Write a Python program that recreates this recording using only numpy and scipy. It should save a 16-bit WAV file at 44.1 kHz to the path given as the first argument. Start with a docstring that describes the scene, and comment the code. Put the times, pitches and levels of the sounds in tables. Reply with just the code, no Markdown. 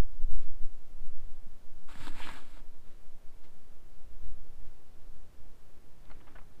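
"""A sandy campsite in a light wind, where a fabric cover is pulled on a rooftop tent.
Gusts rumble on the microphone over a hush of scrub, and shoes scuff faintly in the sand.
The cloth gives two quick swishes, sticking and slipping over the hollow shell, which rings and booms;
folds snap as they jerk taut. Near the end, gear shifts behind the vehicle with a few small clacks."""
import sys
import numpy as np
from scipy import signal
from scipy.fft import rfft, irfft
from scipy.io import wavfile
from scipy.ndimage import uniform_filter1d

SR = 44100
rng = np.random.default_rng(int(sys.argv[2]) if len(sys.argv) > 2 else 0)


def dump_mix(stems):
    """Bounce the given channels to the path in sys.argv[1] as a 16-bit WAV at rate SR."""
    frames = np.atleast_2d(stems).T  # one column per channel
    limited = np.clip(frames, -1, 1)  # hard clip at full scale
    pcm = np.round(limited * 32767).astype(np.int16)
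    wavfile.write(sys.argv[1], SR, pcm)


N = 291060
TIME = np.arange(N) / SR

# gusts on the microphone: (time [s], peak rumble [dB], half-length [s])
MIC_GUSTS = [(.02, -42.5, 0.019), (.26, -41, 0.044), (.34, -40, 0.054), (.49, -46, 0.038),
             (.635, -44, 0.019), (.73, -70, 0.02), (1.13, -51, .14), (2.12, -52.5, 0.2),
             (4.08, -48.5, 0.063), (4.245, -42.5, 0.022), (4.3, -40, 0.028), (4.39, -49.5, 0.1),
             (4.64, -47.5, 0.047), (5.16, -53, 0.086), (5.45, -56.5, 0.1), (6.14, -50, 0.038),
             (6.38, -54, 0.052)]
LULL_DB = -60.5  # rumble between gusts
# tone of the pressure swell, mic rumble, still air and breeze: (frequency [Hz], level [dB])
SWELL_EQ = [(1, -6.5), (2.5, 4), (6.5, -12.5), (10, -12), (16, -35.5), (25, -30.5), (60, -93)]
RUMBLE_EQ = [(8, -37.5), (18, 8), (30, 4), (50, -3.5), (80, -10), (130, -31), (250, -40), (600, -63),
             (2000, -83)]
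AIR_EQ = [(20, -8), (60, 0), (120, -1), (200, -5.5), (400, -6), (700, -10), (1200, -15), (2000, -19.5),
          (4000, -23), (8000, -26.5), (15500, -30)]
BREEZE_EQ = [(70, 4), (160, 2), (260, -8), (460, -8), (700, -20.5), (1500, -20), (6000, -46)]
# breeze in the scrub between gusts: (time [s], level [dB])
BREEZE_BED = [(0, -76), (1.4, -71), (3.7, -73), (4.4, -71), (6.6, -64)]
# shoes in sand: (time [s], level [dB], length [s])
SHOE_SCUFFS = [(0.412, -60.5, 0.042), (0.452, -69.5, 0.098), (1.124, -68.5, 0.16), (2.825, -69.5, 0.18),
               (3.432, -61.5, 0.04), (4.215, -68, 0.081), (4.644, -67.5, 0.065)]
# tone of grinding sand: (frequency [Hz], level [dB])
SAND_EQ = [(300, 8.5), (1000, -2), (1700, -2), (3800, -6.5), (6000, -15.5), (12000, -28)]
# soft bumps on tent and vehicle: (time [s], peak [dB], pitch [Hz])
SOFT_BUMPS = [(1.464, -55.5, 217), (1.954, -49.5, 182), (2.001, -41, 104), (2.067, -45.5, 299),
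              (2.213, -49, 111), (6.10, -56.5, 232), (6.21, -60, 310), (6.272, -58, 217)]
# the shell booms as a stroke ends: (time [s], level [dB])
SHELL_BOOMS = [(2.083, -57), (2.42, -64.5), (2.58, -76)]
# strokes of the cover: first slide, tug, long pull, run-out, trailing slide, last brush
# (start [s], attack [s], hold [s], release [s], level [dB], brightness [dB/octave])
COVER_PULLS = [(1.874, 0.018, 0.086, 0.21, -59.5, 0.4), (1.963, 0.06, 0.059, 0.037, -52.5, 0.5),
               (2.091, 0.11, 0.085, 0.2, -52, -0.1), (2.305, .02, 0.038, 0.086, -60, .3),
               (2.403, 0.062, 0.13, 0.01, -66, 0.7), (2.55, 0.019, 0.036, 0.01, -66.5, -3)]
# tone of the cloth's fine slips and coarse grit: (frequency [Hz], level [dB])
CLOTH_EQ = [(150, 4), (270, 4.5), (470, -1.5), (730, 2.5), (900, -0.5), (1500, 3), (1850, -2), (2300, -2),
            (3800, -3), (5000, -9), (6100, -18.5), (7500, -8), (10500, -17), (15500, -24)]
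GRIT_EQ = [(400, -10), (900, 0), (2500, 0), (4500, -6.5), (6000, -25), (12000, -30)]
# rasp of the weave, higher as the cloth speeds up: (time [s], centre [Hz], width [Hz], level [dB])
WEAVE_RASP = [(1.88, 1400, 695, -85), (1.89, 1350, 799, -57), (1.981, 1700, 898, -74),
              (2.035, 1750, 803, -59), (2.065, 1700, 700.4, -68), (2.131, 1500, 888, -66),
              (2.21, 2300, 2381, -55), (2.221, 2900, 2800, -49), (2.248, 2700, 2412, -47.5),
              (2.261, 2450, 2606, -56), (2.28, 2200, 2005, -49), (2.31, 1750, 1910, -53.5),
              (2.35, 1470, 593, -57), (2.393, 1500, 740, -56), (2.43, 1400, 498, -119)]
# resonances of the tent's panel: (frequency [Hz], width [Hz], gain [dB])
PANEL_MODES = [(892, 47, 3), (1140, 33, 0), (1478, 14, 1), (1640, 26, -9), (2070, 17, -12), (2190, 20, 2),
               (2320, 22, 1), (2510, 25, -5), (2840, 45, -19)]
# folds snap taut: (time [s], peak [dB], pitch [Hz], crack against swing [ratio])
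FOLD_SNAPS = [(1.955, -39, 1680, 0.3), (1.981, -48, 1300, .3), (2.07, -33, 1540, 0.74),
              (2.0802, -32.5, 930, 0.67), (2.0842, -60, 870, .3), (2.2032, -38.5, 950, .2),
              (2.229, -43, 3000, 0.8), (2.272, -32.5, 1400, 0.31), (2.2902, -29.5, 1018, 0.67),
              (2.572, -49.5, 650, .1)]
# gear shifts behind the vehicle: (start [s], attack [s], hold [s], release [s], level [dB])
GEAR_MOVES = [(5.97, 0.14, 0.288, 0.031, -65.5), (6.495, 0.029, 0.014, 0.037, -70)]
# tone of its dull scrape: (frequency [Hz], level [dB])
SCRAPE_EQ = [(50, 5), (110, -13), (320, 9.5), (500, -6), (1200, -4), (3000, -15.5), (6000, -31),
             (12000, -53)]
# hard edges meet: (time [s], level [dB], pitch [Hz], decay [s])
EDGE_TICKS = [(6.055, -54, 3600, .0005), (6.1015, -51, 1900, .0009), (6.113, -57.5, 4240, 0.0029),
              (6.2796, -51, 1200, .002), (6.354, -53, 1300, .001), (6.3848, -49.5, 2000, .0016)]
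# small parts clack: (time [s], level [dB], centre [Hz], width [Hz], length [s], clean ring [0-1])
GEAR_CLACKS = [(6.1015, -53.5, 1290, 800, 0.019, 0.2), (6.111, -55, 727, 350, 0.048, 0.6),
               (6.1132, -52, 2100, 1800, 0.023, 0.06), (6.203, -64, 1900, 2400, 0.035, 0),
               (6.21, -60, 2800, 2400, 0.022, 0), (6.27, -60, 2000, 2245, 0.11, 0),
               (6.2775, -51.5, 1250, 250, 0.024, 0.6), (6.384, -50, 1325, 900, 0.029, 0.15),
               (6.385, -61.5, 2590, 1600, 0.044, 0.24), (6.414, -60, 1100, 1010, 0.059, 0)]
# tone of their chatter: (frequency [Hz], level [dB])
CHATTER_EQ = [(150, -20), (450, 1), (700, 10), (1300, 6), (1900, 1), (3000, -4.5), (4400, -16), (6000, -29),
              (15000, -32)]
# ring of the knocked hollow part: (frequency [Hz], level [dB])
HOLLOW_MODES = [(641, -5), (1497, -3), (1723, -8.5)]


def amp(db):
    return 10 ** (np.asarray(db) / 20)


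def unit(x):
    return x / np.sqrt(np.mean(x ** 2) + 1e-30)


def noise():
    return rng.standard_normal(N)


def add(mix, s, sound):
    part = mix[round(s * SR):][:len(sound)]
    part += sound[:len(part)]


def colour(x, eq):
    """Shapes x with an EQ curve and sets its rms to 1."""
    hz, db = np.transpose(eq)
    bins = np.fft.rfftfreq(len(x), 1 / SR)
    gain_db = np.interp(np.log(bins + 1e-3), np.log(hz), db, right=-140)
    return unit(irfft(rfft(x) * amp(gain_db), len(x)))


def resonate(x, hz, width):
    """A band-pass resonance with a gain of 1 at its centre."""
    turn = np.exp(2j * np.pi * np.cumsum(np.full(len(x), hz)) / SR)
    pole = np.exp(-np.pi * width / SR)
    return 2 * (turn * signal.lfilter([1 - pole], [1, -pole], x / turn)).real


def wander(hz):
    """Random drift of rms 1 that turns about hz times a second."""
    return unit(np.interp(TIME * hz, np.arange(N), noise()))


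def stroke(start, attack, hold, release):
    """Envelope of one movement: it gathers, holds and lets go."""
    since = TIME - start
    return np.clip(np.minimum(since / attack, 1 - (since - attack - hold) / release), 0, 1)


def swells(rows):
    """Summed power of bell-shaped swells: (time [s], peak [dB], half-length [s])."""
    return sum(amp(db) ** 2 * np.exp(-((TIME - s) / half) ** 2) for s, db, half in rows)


def steadied(x):
    """Compresses a noise's own slow swells, so that the gusts set its level."""
    return unit(x / np.sqrt(uniform_filter1d(x ** 2, size=4000) + 0.33))


def gustiness(smoothing_s=0.037):
    """How far the wind stands above a lull, in dB."""
    power = uniform_filter1d(swells(MIC_GUSTS), size=int(smoothing_s * SR))
    return 10 * np.log10(1 + power / amp(LULL_DB) ** 2)


def wind():
    """Eddies press on the microphone: a slow sub-bass swell and a lumpy rumble."""
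    swell_db = -25 + 0.65 * gustiness() - 2 * TIME  # rides the gusts as it fades
    swell = steadied(colour(noise(), SWELL_EQ)) * amp(swell_db)
    rumble = steadied(colour(noise(), RUMBLE_EQ)) * np.sqrt(amp(LULL_DB) ** 2 + swells(MIC_GUSTS))
    return swell + rumble


def air():
    """The steady hush of open scrub, and a low breeze that lifts with the gusts."""
    hush = colour(noise(), AIR_EQ) * amp(-64.5)
    breeze_db = np.interp(TIME, *np.transpose(BREEZE_BED)) + 0.42 * gustiness()
    return hush + colour(noise(), BREEZE_EQ) * amp(breeze_db)


def slips(per_s, spread_db):
    """Tiny stick-slip clicks of uneven size."""
    sizes = amp(spread_db * np.minimum(rng.exponential(1, N), 4))
    return unit(np.sign(noise()) * sizes * (rng.random(N) < per_s / SR))


def scuffs():
    """Sand grinds under a shoe, swelling quickly and tailing off."""
    push = np.zeros(N)
    for s, db, length in SHOE_SCUFFS:
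        age = np.maximum(TIME - s, 0) / (0.33 * length)  # peaks a third of the way in
        push += amp(db) * age * np.exp(1 - age)
    return push * colour(slips(per_s=4200, spread_db=4.5), SAND_EQ)


def shell():
    """The hollow tent shell thuds when bumped, drones under the rubbing and booms as a stroke ends."""
    strength, _ = rubbing()
    drone = amp(-63.5) * (strength / strength.max()) ** 0.35
    boom_power = swells((s, db, 0.038) for s, db in SHELL_BOOMS)
    body = unit(resonate(resonate(noise(), 263, width=78), 292, width=104))
    out = body * np.sqrt(drone ** 2 + boom_power)
    t = np.arange(SR // 5) / SR
    thud = (t / 0.0058) * np.exp(1 - t / 0.0052)
    for s, db, hz in SOFT_BUMPS:
        add(out, s, amp(db) * np.sin(2 * np.pi * hz * t) * thud)
    return out


def rubbing():
    """Strength and brightness of the rubbing, as one pull blends into the next."""
    powers = np.array([(amp(db) * stroke(*timing)) ** 2 for *timing, db, _ in COVER_PULLS])
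    total = powers.sum(0)
    tilt = np.array(COVER_PULLS)[:, -1] @ powers / (total + 1e-20)
    return np.sqrt(total), tilt


def ticks(per_s):
    """Catch and release: separate clicks of like size at uneven intervals."""
    catches = np.floor(np.cumsum(per_s * amp(5 * wander(per_s))) / SR)
    return unit(np.diff(catches, prepend=0) * rng.uniform(0.79, 1, N))


def cloth():
    """Fabric slides over the shell in clumps of slips and gritty ticks; faster sliding is brighter."""
    strength, tilt = rubbing()
    friction = (slips(per_s=5000, spread_db=1.5) + 0.71 * noise()) * amp(0.88 * wander(130))
    grit = amp(-8.5) * colour(ticks(per_s=170), GRIT_EQ)
    hz, frame_times, spectrum = signal.stft(colour(friction, CLOTH_EQ) + grit, SR, nperseg=256)
    brightness = np.interp(frame_times, TIME, tilt)
    octaves = np.log2(np.maximum(hz, 400) / 1800)  # the tilt pivots at 1800 Hz
    _, rub = signal.istft(spectrum * amp(octaves[:, None] * brightness), SR, nperseg=256)
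    return rub[:N] * strength


def weave():
    """Threads tick over an edge: a broad rasp when fast, a narrow hollow note on a slow drag."""
    when, *columns = np.transpose(WEAVE_RASP)
    thread_hz, width_hz, db = (np.interp(TIME, when, column) for column in columns)
    thread_hz *= 1 + 0.06 * wander(59.9)  # uneven drag wobbles the pitch
    band = np.interp(np.cumsum(width_hz) / SR, np.arange(N), noise() + 1j * noise())
    rasp = (band * np.exp(2j * np.pi * np.cumsum(thread_hz) / SR)).real
    return unit(rasp) * amp(db) * (TIME > when[0]) * (TIME < when[-1])


def panel(rub):
    """The tent's hard panel rings along with what rubs it."""
    return rub + sum(amp(db) * resonate(rub, hz, width) for hz, width, db in PANEL_MODES)


def reflections(x, wet_db, per_s=1500, rt60_s=0.033):
    """Panels and ground throw back a thin, short scatter."""
    t = np.arange(SR // 10) / SR
    taps = rng.standard_normal(len(t)) * (rng.random(len(t)) < per_s / SR)
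    taps *= (t > 0.002) * amp(-60 * t / rt60_s)
    return x + amp(wet_db) * signal.fftconvolve(x, taps / np.linalg.norm(taps))[:N]


def snaps():
    """A fold jerks tight: a sharp crack, one swing of pressure and a short flutter."""
    out, t = np.zeros(N), np.arange(SR // 20) / SR
    crack = np.sin(2 * np.pi * 3500 * t) * (t / 0.00028) * np.exp(1 - t / 0.00024)
    crack += 0.12 * np.sin(2 * np.pi * 8300 * t) * np.exp(-t / 0.0002)
    for s, db, hz, bright in FOLD_SNAPS:
        swing = np.sin(2 * np.pi * hz * t) * np.exp(-t * hz / 1.75)
        snap = swing + bright * crack
        rustle = colour(rng.standard_normal(len(t)), CLOTH_EQ)
        flutter = unit(resonate(rustle, hz, width=2600)) * np.exp(-t / 0.008)
        add(out, s, amp(db) * (0.075 * flutter - snap / abs(snap).max()))
    return out


def gear_scrape():
    """Gear shifts against the vehicle's panels with a dull, uneven scrape."""
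    push = sum(amp(db) * stroke(*timing) for *timing, db in GEAR_MOVES)
    return colour(noise(), SCRAPE_EQ) * push * amp(1.2 * wander(35))


def contacts():
    """Hard edges meet with a dry tick, giving the clacks their attack."""
    out, t = np.zeros(N), np.arange(SR // 40) / SR
    for s, db, hz, decay in EDGE_TICKS:
        add(out, s, amp(db) * np.sin(2 * np.pi * hz * t) * np.exp(-t / decay))
    return out


def clacks():
    """Small hard parts chatter together, each ringing at its own damped resonance."""
    out, t = np.zeros(N), np.arange(SR // 6) / SR
    for s, db, hz, width, length, clean in GEAR_CLACKS:
        chatter = unit(resonate(colour(rng.standard_normal(len(t)), CHATTER_EQ), hz, width))
        ring = np.sqrt(1 - clean) * chatter + np.sqrt(2 * clean) * np.sin(2 * np.pi * hz * t)
        add(out, s, amp(db - 60 * (t / length) ** 1.5) * ring)  # holds briefly, then stops
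    return out


def knock(at_s=6.3548, db=-50.5, length_s=0.027):
    """A hollow part takes a knock and rings briefly, rattling against its seat."""
    out, t = np.zeros(N), np.arange(SR // 6) / SR
    ring = sum(amp(mode_db) * np.sin(2 * np.pi * hz * t) for hz, mode_db in HOLLOW_MODES)
    rattle = amp(-6.5) * colour(rng.standard_normal(len(t)), CHATTER_EQ)
    add(out, at_s, amp(db - 60 * (t / length_s) ** 4.4) * (ring + rattle))
    return out


def scene():
    """Mono mix: cover, gear and shoes over a bed of air and wind."""
    cover = reflections(panel(cloth() + weave()) + snaps(), wet_db=-12.5)
    gear = reflections(contacts() + clacks() + knock(), wet_db=-16)
    return (cover + gear + shell() + gear_scrape() + scuffs() + air() + wind())[None]


def record(dry):
    """A steep high cut trims the very top of the mix."""
    taps = signal.firwin(511, cutoff=15720, window=("kaiser", 9), fs=SR)
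    padded = np.pad(dry, ((0, 0), (255, 255)), mode="edge")
    return signal.oaconvolve(padded, taps[None], "valid")


dry = scene()
out = record(dry)
dump_mix(out)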